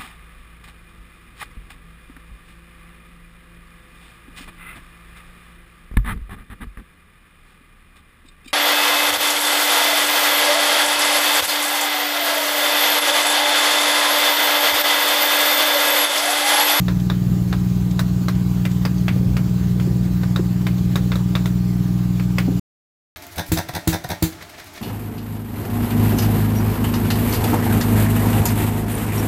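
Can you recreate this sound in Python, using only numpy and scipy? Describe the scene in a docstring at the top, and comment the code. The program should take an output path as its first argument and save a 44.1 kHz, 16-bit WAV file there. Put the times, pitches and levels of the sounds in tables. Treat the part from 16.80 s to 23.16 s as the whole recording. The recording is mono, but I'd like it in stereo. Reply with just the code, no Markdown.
"""Fire hose on a ship's deck

A diesel throbs and drives the fire pump while a hose throws a thin, hissing jet over a calm sea.
The nozzle spits and cracks sharply, probably as trapped air bursts out; close steel walls reflect
each crack, and stray drops tick on the rail. A breeze buffets the microphone, and something thumps
dully on the hull now and then. The sound stops abruptly."""
import sys
import numpy as np
from scipy import signal
from scipy.fft import rfft, irfft, next_fast_len
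from scipy.io import wavfile
from scipy.ndimage import uniform_filter1d, map_coordinates

SR = 44100
rng = np.random.default_rng(int(sys.argv[2]) if len(sys.argv) > 2 else 0)


def pcm_store(signal):
    """Save signal as 16-bit PCM."""
    levels = np.round(np.clip(np.atleast_2d(signal), -1, 1) * 32767)
    wavfile.write(sys.argv[1], SR, levels.astype(np.int16).T)


N = 280476

# likeness of left and right in the noise on deck: (frequency [Hz], correlation [-1..1])
DECK_CORRELATION = [(60, 1), (130, 0.98), (290, 0.75), (640, 0.27), (1410, -0.46), (3100, -0.17),
                    (6820, -0.0052), (15000, -0.086)]


def amp(db):
    """Amplitude ratio of a level in decibels."""
    return 10 ** (np.asarray(db) / 20)


def unit(x):
    """Normalisation to an rms of 1."""
    return x / np.sqrt(np.mean(x ** 2) + 1e-20)


def along(points, hz):
    """Interpolation of (frequency [Hz], value) points on a logarithmic frequency axis."""
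    freqs, values = np.transpose(points)
    return np.interp(np.log(hz + 1), np.log(freqs + 1), values)


def curve(points):
    """Linear interpolation of (time [s], value) points at every sample."""
    return np.interp(np.arange(N) / SR, *np.transpose(points))


def wobble(rate):
    """Slow random modulation: a spline through `rate` Gaussian knots a second."""
    knots = rng.standard_normal(int(N * rate / SR) + 4)
    return map_coordinates(knots, [np.arange(N) * rate / SR])


def pan(db):
    """Channel gains for an interaural level difference, left minus right."""
    return amp(np.array([[.5], [-.5]]) * db)


def filtered(x, response):
    """Linear filtering: the spectrum is multiplied by response(hz)."""
    size = next_fast_len(N + SR // 2)
    return irfft(rfft(x, size) * response(np.fft.rfftfreq(size, 1 / SR)), size)[..., :N]


def minimum_phase(gain):
    """Folding the cepstrum gives the quickest causal response with this gain."""
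    cepstrum = irfft(np.log(np.maximum(gain, 1e-6)))
    half = cepstrum.shape[-1] // 2
    return np.exp(rfft(cepstrum * np.r_[1, np.full(half - 1, 2), 1, np.zeros(half - 1)]))


def add(track, s, sound):
    """Superposition of a sound on the track from s seconds on."""
    start = round(s * SR)
    track[:, start:start + sound.shape[-1]] += sound[:, :N - start]


def rush(spectrum, correlation, patchy_db):
    """Partly coherent stereo noise of rms 1, its gain patchy in time and frequency."""
    cells = signal.stft(rng.standard_normal((2, N)), nperseg=512)[2]
    patches = uniform_filter1d(rng.standard_normal(cells.shape[1:]), size=5, axis=0)
    patches = uniform_filter1d(patches, size=14, axis=1)
    pair = signal.istft(cells * amp(patchy_db * unit(patches)), nperseg=512)[1][:, :N]

    def mid_side_gains(hz):
        angle = np.arccos(np.clip(along(correlation, hz), -1, 1)) / 2
        return amp(along(spectrum, hz)) * [np.cos(angle), np.sin(angle)]

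    mid, side = filtered(pair, mid_side_gains)
    return unit(np.array([mid + side, mid - side]))


def scatter(t, t60, smooth_hz=500):
    """Diffuse reflection: exponentially decaying stereo noise, whitened to unit energy."""
    envelope = amp(-60 * t / t60) * (1 - np.exp(-t / 0.00066))
    spectrum = rfft(rng.standard_normal((2, len(t))) * envelope)
    power = uniform_filter1d(np.abs(spectrum) ** 2, size=int(smooth_hz * len(t) / SR), axis=1)
    return irfft(spectrum / np.sqrt(np.abs(power) + 1e-20))


def engine_room(level_db=-34):
    """Structure-borne sound: a steady machinery rumble comes up through the deck."""
    # rumble spectrum: (frequency [Hz], relative density [dB])
    spectrum = [(20, -23.5), (40, -10), (70, 2), (97, -6), (130, 1.5), (230, -3), (330, -5), (450, -14),
                (600, -22), (1200, -38)]
    return amp(level_db) * rush(spectrum, DECK_CORRELATION, patchy_db=0.5) * pan(-1.8)


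def wind(eddy_db=1.62, eddies_per_s=9, flap_steepness=2.32):
    """Turbulent pressure: eddies hit each microphone port separately; strong gusts add brighter flaps."""
    # strength of the breeze: (time [s], relative level [dB])
    breeze = [(0, -31.5), (.17, -31.5), (.35, -39), (.52, -25), (.78, -33), (.92, -29.5), (1.48, -30),
              (1.95, -36.5), (2.1, -32), (2.48, -23.5), (2.75, -30), (3.12, -24.5), (3.6, -40.5),
              (3.9, -31.5), (4.28, -26.5), (4.6, -40.5), (5.7, -41.5)]
    # buffeting spectrum: (frequency [Hz], relative density [dB])
    buffet_spectrum = [(20, -27), (30, -25.5), (50, 3.5), (95, 3.5), (140, 4), (200, -1), (300, -13.5),
                       (450, -30.5), (700, -32), (1500, -55.5)]
    flap_spectrum = [(120, -19), (280, 9.5), (450, 4.5), (700, -10), (1500, -41)]
    breeze_db = curve(breeze)
    buffet_db = breeze_db + 2.5 + eddy_db * wobble(eddies_per_s) + 1.1 * wobble(27)
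    buffet = rush(buffet_spectrum, correlation=[(50, 0.2)], patchy_db=0.5)
    flap = rush(flap_spectrum, correlation=[(300, 0.43)], patchy_db=-1)
    strongest_db = breeze_db.max()
    flap_db = strongest_db - 9 + flap_steepness * (breeze_db - strongest_db) + 2.5 * wobble(55)
    return amp(buffet_db) * buffet + amp(flap_db) * flap


def pump(drift_rad=0.46, flutter_db=1.5):
    """Rotating impeller and gears radiate thin tones, slightly modulated in amplitude and phase."""
    # pump and gear tones: (frequency [Hz], relative level [dB])
    whine = [(96.3, -35), (400.6, -46.5), (630.4, -55.5), (801.5, -54), (972.8, -57.5), (1086.8, -59),
             (1201.2, -55.5), (1346.5, -65), (1520, -60)]
    t = np.arange(N) / SR
    tone = lambda hz: np.sqrt(2) * np.sin(2 * np.pi * hz * t + drift_rad * wobble(7))
    return sum(amp(db - 2 + flutter_db * wobble(12)) * tone(hz) for hz, db in whine) * pan(-1.6)


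def diesel(level_db=-18, sway_db=0.06, first_beat_s=.0218, suction_rad=0.81):
    """Periodic exhaust pulses form a harmonic series: three firings a turn, one of them stronger."""
    # shaft speed under an even load: (time [s], rate [turns/s])
    shaft_speed = [(0, 20.044), (.7, 20.099), (1.3, 20.039), (3.3, 20.044), (3.9, 20.023), (4.6, 20.06),
                   (5.75, 20.004)]
    # exhaust harmonics: (multiple of the shaft rate, relative level [dB])
    harmonics = [(2, -46), (3, -9), (4, -16), (5, -38.5), (6, -0.5), (7, -9.5), (8, -10.5), (9, 2),
                 (10, -20.5), (11, -38), (12, -24), (13, -48.5), (14, -42), (15, -16), (16, -29.5),
                 (17, -26.5), (18, -39.5), (19, -46), (21, -47), (23, -39.5)]
    speed = curve(shaft_speed)
    turns = np.cumsum(speed) / SR - first_beat_s * speed[0]
    # the common phase shift makes each firing a push followed by suction
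    throb = sum(amp(db) * np.cos(2 * np.pi * k * turns + suction_rad) for k, db in harmonics)
    return amp(level_db + sway_db * wobble(5.2)) * unit(throb) * pan(-1.93)


def hull_thumps(attack_s=0.0022):
    """Modal vibration: soft blows excite a few low, well damped modes of the hull plating."""
    # blows: (time [s], relative level [dB], pitch [Hz], 60 dB decay time [s])
    blows = [(0.497, -17, 229, .11), (2.413, -10, 335, 0.03), (3.073, -7.5, 345, 0.041),
             (3.156, -18, 335, .05), (3.593, -3, 352, 0.064), (5.679, -3, 272.4, .15),
             (5.711, -12.5, 284, 0.25)]
    # plate modes: (frequency ratio, relative level [dB], decay time ratio)
    modes = [(0.999, -0.5, 1), (1.1, -7.5, 0.94), (1.4, -12, .8), (1.85, -11, 0.31), (2.7, -14.5, 0.35)]
    out, t = np.zeros((2, N)), np.arange(SR // 2) / SR
    for s, db, hz, t60 in blows:
        ring = sum(amp(mode_db - 60 * t / (t60 * life)) * np.sin(2 * np.pi * hz * ratio * t)
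                   for ratio, mode_db, life in modes)
        add(out, s, amp(db - 7.5) * ring * (1 - np.exp(-t / attack_s)) * pan(-1.5))
    return out


def spatter(count=110, faintest_db=-46, spread_db=3, centre_hz=4200, decay_cycles=2.7):
    """Impact sound: each stray drop on the rail excites a faint, damped oscillation."""
    out, t = np.zeros((2, N)), np.arange(SR // 100) / SR
    for when, softness, pitch, side in rng.random((count, 4)):
        hz = centre_hz * 2 ** (2 * pitch - 1)
        tick = np.sin(2 * np.pi * hz * t) * np.exp(-hz * t / decay_cycles)
        db = faintest_db - spread_db * np.log(softness + 0.011)
        add(out, when * (N / SR - t[-1]), amp(db) * tick * pan(12 * (side - .5)))
    return out


def jet(level_db=-38.5, sway_db=0.4, flicker_db=0.79):
    """Jet break-up: a stream at constant pressure tears into drops and radiates a broadband hiss."""
    # hiss spectrum: (frequency [Hz], relative density [dB])
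    spectrum = [(300, -14), (550, -5), (700, 0), (1100, -2), (1600, -2), (2300, -5.5), (3000, -7.5),
                (4600, -7.5), (5700, -11.5), (7200, -9), (9500, -22), (11300, -11.5), (13000, -12.5),
                (15500, -10)]
    # stereo balance of the hiss: (frequency [Hz], left minus right [dB])
    balance = [(60, -1), (110, -2), (200, -7.5), (380, -6), (700, -2), (1290, -1), (2380, 0.5), (4400, -4),
               (8120, 3), (15000, 4.5)]
    hiss = rush(spectrum, DECK_CORRELATION, patchy_db=2)
    hiss = filtered(hiss, lambda hz: pan(along(balance, hz)))
    return amp(level_db + sway_db * wobble(2.7) + flicker_db * wobble(45)) * hiss


def spits(attack_s=0.0017, t60=0.046):
    """Unsteady flow: the stream stutters and throws short puffs of bright spray."""
    # puffs between the bursts: (time [s], relative level [dB])
    puffs = [(0.198, -38), (1.109, -34), (1.55, -40), (1.913, -38), (2.18, -37), (3.98, -36)]
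    # spray spectrum: (frequency [Hz], relative density [dB])
    spectrum = [(1000, -18.5), (3000, 3), (4800, 0), (7000, -3.5), (10000, -16.5), (15000, -14.5)]
    envelope, t = np.zeros((1, N)), np.arange(SR // 4) / SR
    for s, db in puffs:
        puff = amp(db - 60 * t / t60) * (1 - np.exp(-t / attack_s))
        add(envelope, s, puff[None])
    return amp(5.5) * envelope * rush(spectrum, DECK_CORRELATION, patchy_db=1.5)


def air_bursts(soft_db=-37.5, thinning=0.28, ring_width_hz=570, ring_echo_db=-8.5):
    """Impulse excitation: escaping air cracks, rings the nozzle and flings spray; steel walls echo it."""
    # air pockets: (time [s], relative level [dB], clack boost [dB], spray boost [dB],
    # nozzle resonance [Hz], resonance gain [dB])
    bursts = [(0.082, -31.5, -1, -7, 3600, -0.5), (0.299, -29.5, -7, -7, 3660, 4.5),
              (0.727, -30, -2.5, -6, 3700, -4), (1.192, -27.5, -3.5, 3.5, 3900, -1),
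              (1.483, -28.5, -3.5, -1, 4100, -5.5), (1.852, -34, 6, 4, 3530, -5.5),
              (2.051, -29, -0.5, -1.5, 4885, -0.5), (2.281, -29.5, 6.5, -5, 3400, -5),
              (2.567, -33.5, 4, 1, 4700, -2), (2.998, -42, 6, 3, 3230, 1), (3.433, -36, -2.5, -7, 3610, -7),
              (3.56, -30, -2.5, -2.5, 3820, 1.5), (3.867, -34.5, 6, 2, 3730, 2),
              (4.156, -29.5, -0.5, 2.5, 3740, 1.5), (4.318, -31.5, 1, -5.5, 3560, -0.5),
              (4.355, -36, -5, 2, 3760, 3), (4.552, -28, 2, -4, 3700, 2.5), (4.657, -34.5, 2, 3.5, 3680, 0),
              (5.397, -39.5, 5, 0, 4630, -9), (5.583, -27.5, 6, 2, 4930, -6)]
    # crack spectrum: (frequency [Hz], relative level [dB])
    spectrum = [(150, -9), (350, -0.5), (550, 3), (780, -4), (1120, -1.5), (1400, -0.5), (1750, -3),
                (2100, -5), (2500, -7), (3100, -13.5), (4900, -13.5), (6000, -17.5), (9500, -23.5),
                (14000, -20.5)]
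    # stereo balance of crack and echo: (frequency [Hz], left minus right [dB])
    balance = [(500, 0.5), (1000, -1.5), (2100, 4), (2800, -4.5), (3700, -4.5), (5000, -4.5), (7000, -2.5),
               (13000, 4.5)]
    size = 16384
    out, t, hz = np.zeros((2, N)), np.arange(size) / SR, np.fft.rfftfreq(size, 1 / SR)
    lead_s, treble_lag_s = .005, .004  # the treble trails the bass, by the full lag at SR / 2
    dispersion = np.exp(-2j * np.pi * hz * (lead_s + treble_lag_s * hz / SR))
    sides = pan(along(balance, hz))
    for s, db, clack_db, spray_db, ring_hz, ring_db in bursts:
        # louder bursts sound thinner: their bass grows less than their body
        bass_db = thinning * (soft_db - db)
        tint = [(700, bass_db), (1050, 0.006), (1800, 0.0052), (2100, clack_db),
                (3000, clack_db), (4200, 0.00093), (8000, spray_db)]
        body = amp(along(spectrum, hz) + along(tint, hz))
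        ring = amp(ring_db) / (1 + (2 * (hz - ring_hz) / ring_width_hz) ** 4)
        crack = ((t == 0) + amp(-1.5) * scatter(t, t60=0.0096)) * pan(-3)
        echo = amp(5) * scatter(t, t60=0.093) + scatter(t, t60=0.22)  # near steel, then a fainter tail
        direct = minimum_phase(np.hypot(body, ring) * sides) * rfft(crack)
        reflected = minimum_phase(np.hypot(body, amp(ring_echo_db) * ring) * sides) * rfft(echo)
        add(out, s + .0007 - lead_s, amp(db + 39) * irfft(dispersion * (direct + reflected)))
    return out


def scene():
    """Superposition: the pressures of machinery, breeze, hose and hull add."""
    background = diesel() + pump() + engine_room() + wind()
    return background + jet() + air_bursts() + spits() + hull_thumps() + spatter()


def record(dry, stop_s=5.797, fade_s=.002, top_hz=15600):
    """Gating and band limiting: the sound stops sharply, and a steep low-pass removes the top treble."""
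    gate = np.clip((stop_s - np.arange(N) / SR) / fade_s, 0, 1)
    return filtered(dry * gate, lambda hz: 1 / np.sqrt(1 + (hz / top_hz) ** 300))


dry = scene()
out = record(dry)
pcm_store(out)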